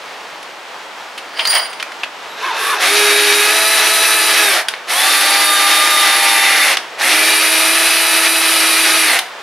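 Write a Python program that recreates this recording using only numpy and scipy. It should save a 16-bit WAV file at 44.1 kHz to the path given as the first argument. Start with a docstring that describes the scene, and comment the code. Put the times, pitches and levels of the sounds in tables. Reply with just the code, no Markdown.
"""Over the soft rush of a small workshop, a bench thuds, a cordless drill clicks in the hand, and a vise's
steel handle knocks and slides through its screw head. Two half pulls of the trigger sing and growl as they
start a tap in a nut. The drill runs the tap in, backs it out and runs it in again: each time the motor
spins up, cruises and winds down, its speed driving gear whine, tooth rattle and brush hiss, and the run
ends on a clack. In the last two runs the tap scrapes where the thread is tight."""
import sys
import numpy as np
from scipy import signal
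from scipy.fft import rfft, irfft
from scipy.io import wavfile
from scipy.ndimage import uniform_filter1d, minimum_filter1d

SR = 44100
rng = np.random.default_rng(int(sys.argv[2]) if len(sys.argv) > 2 else 0)


def log_audio(samples):
    """Write samples as a 16-bit WAV file to the path given in sys.argv[1]."""
    # one column per channel
    frames = np.atleast_2d(samples).T
    # limit to full scale, then quantise
    limited = np.clip(frames, -1, 1)
    pcm = np.round(limited * 32767).astype(np.int16)
    wavfile.write(sys.argv[1], SR, pcm)


N = 415422
TIME = np.arange(N) / SR
FREQ = np.maximum(np.arange(N // 2 + 1) * SR / N, 1)

# colour of the room tone: f/Hz, level/dB
RUSH_EQ = [(25, -42), (55, -44), (78, -28), (105, -26), (170, -17.5), (280, -10.5), (450, -3.5), (850, 1.5),
           (1600, -2.5), (3200, -7.5), (5000, -13.5), (8000, -22), (12000, -29.5), (15500, -36)]
# soft bumps against the bench: t/s, level/dB
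BENCH_BUMPS = [(0.33, -47), (1.473, -37), (1.829, -50), (6.2, -44), (9.19, -40)]
# trigger, direction switch, spindle lock and grip: t/s, level/dB, f/Hz, treble/dB, t60/s
DRILL_CLICKS = [(0.428, -21, 4200, 2, .03), (1.177, -14.5, 2670, -3, 0.086), (1.729, -15.5, 3300, -4, .04),
                (1.798, -9.5, 3020, -11, 0.079), (1.826, -4.5, 2400, -4, 0.017),
                (1.918, -17, 2030, -9, 0.039), (2.033, -2, 2640, -13.5, 0.046),
                (4.684, 3.5, 3600, 1, 0.019), (4.738, -5, 2180, -35, 0.01), (6.770, 4.5, 3300, -4, 0.015),
                (9.189, 5, 3710, 3.5, 0.017)]
# body of every click and knock: f/Hz, level/dB
IMPACT_EQ = [(100, -44), (400, -5), (700, -3.5), (1400, 7), (3000, 7), (4800, 3), (7500, -7), (10000, -1.5),
             (15000, -21)]
# knocks of the vise handle: t/s, level/dB, f/Hz, treble/dB, t60/s
HANDLE_KNOCKS = [(1.393, 0, 3000, -14, 0.063), (1.452, -2.5, 4330, -2, 0.062),
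                 (1.473, -4.5, 4600, 10, 0.028), (1.502, -5, 4800, 6, 0.091), (1.529, -7, 3070, -7, .04),
                 (1.550, -3, 4700, 18, 0.054)]
# strokes of the sliding handle: start/s, end/s, scrape/dB, ring/dB
HANDLE_SLIDES = [(1.401, 1.408, -19, -30), (1.497, 1.54, -22, -12), (1.559, 1.576, -13.5, -15)]
# colour of steel rubbing on steel: f/Hz, level/dB
SCRAPE_EQ = [(50, -58), (150, -35), (450, -12), (700, 3), (1500, 0.5), (2200, 4), (2500, -7), (3100, 5.5),
             (3700, -9), (4700, 3.5), (6000, -18), (7700, -22), (9300, -15), (12000, -27), (15000, -35)]
# ringing modes of the handle: f/Hz, level/dB, t60/s
HANDLE_MODES = [(4765, 6.5, 0.11), (4740, -19, .08), (9250, 0, 0.15), (15054, -13, .14), (15702, -19, .14)]
# hesitant half pulls: start/s, stop/s, top speed/(turns per s), rattle/dB, hiss/dB, groan/dB
HALF_PULLS = [(2.356, 2.578, 91, -26, -41, -23.5), (2.5, 2.84, 99, -20, -25.5, -20.5)]
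# colours of the gearbox rattle and the brush hiss: f/Hz, level/dB
GEARBOX_EQ = [(80, -66), (130, -41), (200, -32.5), (290, -21.5), (350, -11), (520, -13.5), (800, -7.5),
              (1050, -8.5), (1250, -3.5), (2200, -1.5), (3200, -3.5), (4300, -3), (6000, -8.5),
              (7500, -18.5), (12000, -35.5)]
BRUSH_EQ = [(4000, -55), (7500, -12.5), (9000, -4.5), (10150, -1.5), (10900, -4.5), (11700, -5.5),
            (13000, -13), (14200, -17), (15500, -36)]
# peaks and dips of the plastic shell: f/Hz, width/Hz, gain/dB
SHELL_BANDS = [(640, 110, 0.5), (1180, 62, 3), (1733, 63, 5.5), (1980, 190, 2), (2590, 200, 1.5),
               (4800, 610, -2.5), (5850, 79, -3)]
# resonances that slow teeth knock into a growl: f/Hz, width/Hz, level/dB
GROWL_BANDS = [(433, 84, -1.5), (1150, 260, 0), (1640, 250, 1), (2600, 220, -2.5), (3600, 150, -0.5)]
# gear tones of a half pull: order/(cycles per motor turn), level/dB
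GROAN_TONES = [(3.9, -15.5), (11.97, 1), (18, -4), (25.5, -7), (35.5, -11)]
# full pulls (in, out, in again): start/s, stop/s, spin-up/s, spin-down/s, rattle/dB, hiss/dB,
# hiss drift/(dB per s), whine/dB re rattle
FULL_PULLS = [(2.765, 4.668, .04, 0.065, -13, -17, 1.4, 4), (4.852, 6.778, 0.046, 0.03, -13.5, -18, -2, 2),
              (6.958, 9.225, .05, 0.042, -13, -16.5, -0.1, 1.5)]
# cruising speed, one curve per full pull: t/s, speed/(turns per s)
CRUISE_SPEEDS = [
    [(2.95, 320), (3.11, 315.6), (3.41, 318.5), (3.55, 325.5), (3.71, 328.2), (4.3, 327)],
    [(5.05, 301), (5.24, 302), (5.46, 308.1), (5.67, 306.2), (5.9, 310.5), (6.07, 305.5), (6.6, 301.5)],
    [(7.15, 317), (7.64, 322.4), (7.84, 328.3), (8.09, 325), (8.27, 327.4), (8.79, 322.8)],
]
# gear tones, near-whole orders from shaft, commutator and pinion, the rest from the planet gears:
# order/(cycles per motor turn), then level/dB for in, out, in again
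WHINE_TONES = [(0.999, -18.5, -18.5, -11), (2.005, -22, -19, -21), (2.624, -22, -13, -29),
               (2.98, -26, -16.5, -24.5), (3.93, -16, -15, -16.5), (5.23, -14.5, -17, -22),
               (6.6, -25, -13, -17), (7.895, -12, -14, -10.5), (9.01, -26, -33, -14.5),
               (11.95, -10.5, -7.5, -11), (14.5, -18.5, -39, -16.5), (14.63, -29, -24, -16.5),
               (21.55, -23.5, -27, -23), (23.56, -38, -20.5, -40), (27.3, -20, -24, -17),
               (18.05, -17, -34, -20), (29.5, -20, -32, -14), (31.65, -20, -34, -13), (33.5, -38, -11, -35),
               (35.9, -30, -40, -28)]
# resonances of the gearbox running slack: f/Hz, width/Hz, level/dB
JUDDER_BANDS = [(747, 230, -1.5), (1910, 780, -3.5)]
# gear tones that swell as the tap binds: start/s, end/s, order/(cycles per motor turn), level/dB
BINDING_TONES = [(2.925, 3.38, 1.305, -11), (2.92, 3.35, 7.3, -11.5), (5.047, 5.5, 15, -9.5),
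                 (5.5, 6.1, 3.9, -6), (7.053, 7.29, 7.41, -4.5), (7.05, 7.305, 1.305, -18.5)]
# tight spots in the thread: start/s, end/s, build-up/s, level/dB
TIGHT_SPOTS = [(6.47, 6.736, .4, -15.5), (7.043, 7.223, .015, -20), (9.073, 9.165, 0.08, -17)]
# resonances of the scraping tap: f/Hz, width/Hz, level/dB
TAP_BANDS = [(2040, 530, 1.5), (2690, 220, -3)]
# stereo width of the room tone, the drill and bench, and the handle: f/Hz, side level/dB re mid
RUSH_WIDTH = [(60, -6), (110, -10), (200, -11), (380, -13), (700, -14.5), (1290, -11.5), (2380, -6),
              (4400, -8), (8120, -12), (15000, -13)]
WORK_WIDTH = [(40, -17), (150, -11), (350, -16.5), (1400, -23.5), (2800, -17.5), (5500, -8), (11000, -10),
              (15000, -10)]
HANDLE_WIDTH = [(60, -3), (110, -5), (200, -9), (380, -10), (700, -15), (1290, -15), (2380, -12),
                (4400, -10), (8120, -6), (15000, -8)]

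SHELL_CUT_HZ = 347  # the small shell radiates poorly below this
RATTLE_KNEE, HISS_KNEE = 0.69, 0.88  # shares of full speed below which rattle and hiss die away


def undb(db):
    """Decibels to gain."""
    return 10 ** (np.asarray(db) / 20)


def unit(x):
    """Scale to rms 1."""
    return x / np.sqrt(np.mean(x ** 2))


def eq(points):
    """An EQ curve in dB, its points joined on a log-frequency axis."""
    hz, db = np.transpose(points)
    return np.interp(np.log(FREQ), np.log(hz), db)


def bell(hz, width_hz):
    """A resonance curve of height 1."""
    return 1 / (1 + (2 * (FREQ - hz) / width_hz) ** 2)


def knee(x, corner, power):
    """A gain that nears 1 above the corner and falls by a power law below it."""
    return x ** power / np.hypot(x ** power, corner ** power)


def colour(x, db):
    """Pass a sound through a short minimum-phase filter with the given EQ curve."""
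    size = 4096
    gain = undb(np.interp(np.arange(size // 2 + 1) * SR / size, FREQ, db))
    cepstrum = irfft(np.log(gain))
    cepstrum[1:size // 2] *= 2
    cepstrum[size // 2 + 1:] = 0
    return signal.oaconvolve(x, irfft(np.exp(rfft(cepstrum))))[:len(x)]


def resonate(x, bands):
    """A sound through a few resonances and a low cut, at rms 1."""
    gain = sum(undb(db) * bell(hz, width) for hz, width, db in bands)
    return unit(colour(x, 20 * np.log10(gain * knee(FREQ, SHELL_CUT_HZ, 2.4))))


def wander(rate_hz, t):
    """Random modulation with a spread near 1 and `rate_hz` new values a second."""
    steps = rng.standard_normal(4096)
    return 1.28 * np.interp((t - t[0]) * rate_hz, np.arange(len(steps)), steps)


def swell(start, end, attack_s, release_s):
    """An envelope that grows up to `start`, holds, and dies away after `end`."""
    return np.exp(np.minimum(TIME - start, 0) / attack_s - np.maximum(TIME - end, 0) / release_s)


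def grit(size, spread_db):
    """Dense tiny impacts of very unequal strength."""
    strength = np.repeat(rng.exponential(size=size // 16 + 1), 16)[:size]
    return unit(rng.standard_normal(size) * undb(spread_db * np.minimum(strength, 5)))


def add(track, s, sound):
    """Mix a sound in at time s."""
    start = int(s * SR)
    track[start:start + len(sound)] += sound[:N - start]


def rush():
    """Room tone: a soft bed of noise, wavering a little."""
    level_db = -30 + .6 * wander(12, TIME)
    return unit(colour(rng.standard_normal(N), eq(RUSH_EQ))) * undb(level_db)


def bench_thuds():
    """The heavy bench answers each bump with a short, dull thud."""
    out, t = np.zeros(N), TIME[:SR // 4]
    for s, db in BENCH_BUMPS:
        burst = rng.standard_normal(len(t)) * undb(-60 * t / .1)
        thud = colour(burst, eq([(20, -4), (80, -11), (250, 1), (900, -41)]))
        add(out, s, undb(db) * thud / np.abs(thud).max())
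    return out


def impacts(hits, lift_db, width_hz, rise_s, tail_db, tail_t60):
    """Hard contacts: a brief chatter through one broad resonance, then a faint rattle of loose parts."""
    out, t = np.zeros(N), TIME[:SR // 4]
    for s, db, hz, treble_db, t60 in hits:
        attack = 1 - np.exp(-t / rise_s)
        decay = undb(-60 * t / t60) + undb(tail_db - 60 * t / tail_t60)
        high_shelf = treble_db / (1 + (6000 / FREQ) ** 4)
        body = eq(IMPACT_EQ) + lift_db * bell(hz, width_hz) + high_shelf
        hit = colour(rng.standard_normal(len(t)) * decay * attack, body)
        add(out, s, undb(db) * hit / np.abs(hit).max())
    return out


def drill_clicks():
    """Trigger, switch and grip click; the spindle lock clacks."""
    return impacts(DRILL_CLICKS, lift_db=6.5, width_hz=440, rise_s=0.00095, tail_db=-28.5, tail_t60=0.34)


def vise_handle():
    """The steel bar knocks and scrapes through the screw head; the rubbing keeps its modes ringing."""
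    rub = grit(N, 2.3)
    strokes = [undb([[scrape_db], [ring_db]]) * swell(start, end, attack_s=0.033, release_s=0.053)
               for start, end, scrape_db, ring_db in HANDLE_SLIDES]
    scrape_gain, ring_gain = np.max(strokes, axis=0)
    scrape = unit(colour(rub, eq(SCRAPE_EQ))) * scrape_gain * undb(2.1 * wander(110, TIME))
    t = TIME[:SR // 4]
    modes = sum(undb(db - 60 * t / t60) * np.cos(2 * np.pi * hz * t) / np.sqrt(t60)
                for hz, db, t60 in HANDLE_MODES)
    ring = unit(signal.oaconvolve(rub, modes)[:N]) * ring_gain
    knocks = impacts(HANDLE_KNOCKS, lift_db=11.5, width_hz=830, rise_s=0.0005, tail_db=-28, tail_t60=.2)
    return scrape + ring + knocks


def chopper(hz=3870):
    """The half-pressed trigger chops the current and the windings sing."""
    phase = 2 * np.pi * hz * TIME
    tone = np.sin(phase) + undb(-11) * np.sin(3 * phase)
    level_db = -40 + 2 * wander(40.6, TIME)
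    return tone * undb(level_db) * swell(start=2.3, end=2.72, attack_s=.008, release_s=.02)


def half_pulls():
    """The motor rises and sinks in one arch; the teeth growl, and groan as the load drags them down."""
    out = np.zeros(N)
    for start, stop, top_hz, rattle_db, hiss_db, groan_db in HALF_PULLS:
        t = TIME[:int((stop - start) * SR)]
        progress = t / (stop - start)
        speed = np.sin(np.pi * progress) ** 0.65  # share of top speed
        motor_hz = top_hz * speed
        angle = 2 * np.pi * np.cumsum(motor_hz * (1 + .045 * wander(400, t))) / SR
        rattle, hiss = rattle_and_hiss(angle, throb=0.14, spark=0.17)
        growl = undb(1) * resonate(grit(len(t), 1.8), GROWL_BANDS)
        load = (2 * progress) ** 1.2 * speed
        groan = gear_whine(GROAN_TONES, t, angle, motor_hz)
        groan *= undb(groan_db + 2.5 * wander(156.5, t)) * load
        gears = (undb(rattle_db) * (rattle + growl) + groan) * speed ** 1.3
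        brushes = undb(hiss_db) * speed ** 4 * hiss
        add(out, start, gears + brushes)
    return out


def rattle_and_hiss(angle, throb, spark):
    """Loose teeth knock in the shell, hardest once a turn; brushes hiss and spark three times a turn."""
    shell = eq(GEARBOX_EQ) + sum(db * bell(hz, width) for hz, width, db in SHELL_BANDS)
    pulse = 1 + throb * np.cos(angle)
    sparks = np.cos(3 * angle)
    rattle = unit(colour(grit(len(angle), 1.54) * (pulse + 0.067 * sparks), shell))
    hiss = unit(colour(grit(len(angle), 1.4) * (pulse + spark * sparks), eq(BRUSH_EQ)))
    return rattle, hiss


def gear_whine(tones, t, angle, motor_hz):
    """Tones at multiples of the motor speed; uneven teeth make each flicker, the high ones most."""
    whine = 0
    for order, db in tones:
        flicker_db = wander(7.06, t) + 1.75 * min(order / 4, 1) * wander(59.6, t)
        radiated = knee(order * motor_hz, SHELL_CUT_HZ, 5.1)
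        phase = order * angle + 0.12 * wander(70, t) + rng.uniform(0, 2 * np.pi)
        whine += radiated * undb(db + flicker_db) * np.sin(phase)
    return whine


def full_pull(run, flutter, throb, spark, gear_play, judder_db):
    """The motor spins up, cruises and winds down; rattle, hiss and whine ride on its speed."""
    start, stop, up_s, down_s, rattle_db, hiss_db, drift_db_per_s, whine_db = FULL_PULLS[run]
    on = (TIME > start) & (TIME < stop)
    t = TIME[on]
    speed = (1 - np.exp((start - t) / up_s)) * (1 - np.exp((t - stop) / down_s))  # share of cruise
    motor_hz = speed * np.interp(t, *np.transpose(CRUISE_SPEEDS[run]))
    angle = 2 * np.pi * np.cumsum(motor_hz * (1 + flutter * wander(45, t))) / SR
    rattle, hiss = rattle_and_hiss(angle, throb, spark)
    tones = [(order, levels[run]) for order, *levels in WHINE_TONES]
    for bind_start, bind_end, order, db in BINDING_TONES:
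        if start < bind_start < stop:
            binding = swell(bind_start, bind_end, attack_s=0.091, release_s=0.3)[on]
            binding = np.maximum(binding, undb(-6.5))  # softer through the rest of the run
            tones.append((order, db + 20 * np.log10(binding)))
    # off full speed the gears slap through their backlash: the tones smear and the gearbox judders
    backlash = (gear_play + 1.4 * (1 - speed)) * wander(130, t)
    whine = undb(whine_db) * speed ** 2 * gear_whine(tones, t, angle + backlash, motor_hz)
    judder = undb(judder_db) * np.sqrt(1 - speed) * resonate(grit(len(t), 2.6), JUDDER_BANDS)
    rattle *= undb(1.1 * wander(30, t))
    gears = (rattle + whine + judder) * undb(rattle_db) * knee(speed, RATTLE_KNEE, 4.1)
    brush_db = hiss_db + drift_db_per_s * (t - t.mean()) + 0.74 * wander(39.5, t)
    brushes = hiss * undb(brush_db) * knee(speed, HISS_KNEE, 4.2)
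    out = np.zeros(N)
    add(out, start, gears + brushes)
    return out


def tap_scrape():
    """The tap's cutting edges scrape where the thread is tight, each scrape cutting off sharply."""
    level = sum(undb(db) * swell(start, end, build_s, release_s=0.013)
                for start, end, build_s, db in TIGHT_SPOTS)
    return resonate(grit(N, 1.63), TAP_BANDS) * level * undb(1.2 * wander(45, TIME))


def workshop_reverb(x, wet_db=-12.5, t60=0.44, treble_t60=0.25):
    """A cluttered room: a short diffuse tail whose treble dies first."""
    t = TIME[:SR * 3 // 4]
    body_eq = eq([(150, -12.5), (600, 4.0), (2800, -3.5), (6000, -15.5), (12000, -46)])
    air_eq = eq([(2000, -25), (5000, -1), (14000, -4.5)])
    body = colour(rng.standard_normal(len(t)), body_eq) * undb(-60 * t / t60)
    air = colour(rng.standard_normal(len(t)), air_eq) * undb(-60 * t / treble_t60)
    tail = (body + air) * (t > .004)
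    return x + undb(wet_db) * signal.oaconvolve(x, tail / np.linalg.norm(tail))[:N]


def widen(x, width, pan_db):
    """Scattered sound reaches the two microphone ports unequally; pan_db is left minus right."""
    t = TIME[:SR // 4]
    scatter = rng.standard_normal(len(t)) * undb(-60 * t / .17) * (t > .001)
    side = colour(signal.oaconvolve(x, scatter / np.linalg.norm(scatter))[:N], eq(width))
    return np.array([(x + side) * undb(pan_db / 2), (x - side) * undb(-pan_db / 2)])


def scene():
    """The mix: drill close up and near centre, handle a touch to the right, room tone all round."""
    clicks = drill_clicks()
    run_in = full_pull(0, flutter=0.00285, throb=0.055, spark=0.2, gear_play=0.029, judder_db=0.5)
    back_out = full_pull(1, flutter=0.00199, throb=0.083, spark=0.18, gear_play=0.034, judder_db=-10)
    in_again = full_pull(2, flutter=0.00463, throb=0.14, spark=0.27, gear_play=0.037, judder_db=1)
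    drill = clicks + chopper() + half_pulls() + run_in + back_out + in_again
    work = drill + tap_scrape() + bench_thuds()
    handle = vise_handle()
    work, handle = workshop_reverb(work), workshop_reverb(handle)
    room_tone = rush() + np.array([[1], [-1]]) * colour(rush(), eq(RUSH_WIDTH))
    mix = widen(work, WORK_WIDTH, pan_db=-0.4) + widen(handle, HANDLE_WIDTH, pan_db=-0.6) + room_tone
    return mix * undb(-1.02)


def record(dry, top_hz=15750):
    """A fast limiter holds the highest peaks at full scale, then a steep low-pass trims the top."""
    headroom = 1 / np.maximum(np.abs(dry).max(axis=0), 1)
    gain = uniform_filter1d(minimum_filter1d(headroom, size=129), size=129)
    low_pass = signal.ellip(10, .1, 80, top_hz, fs=SR, output="sos")
    return signal.sosfilt(low_pass, dry * gain)


dry = scene()
out = record(dry)
log_audio(out)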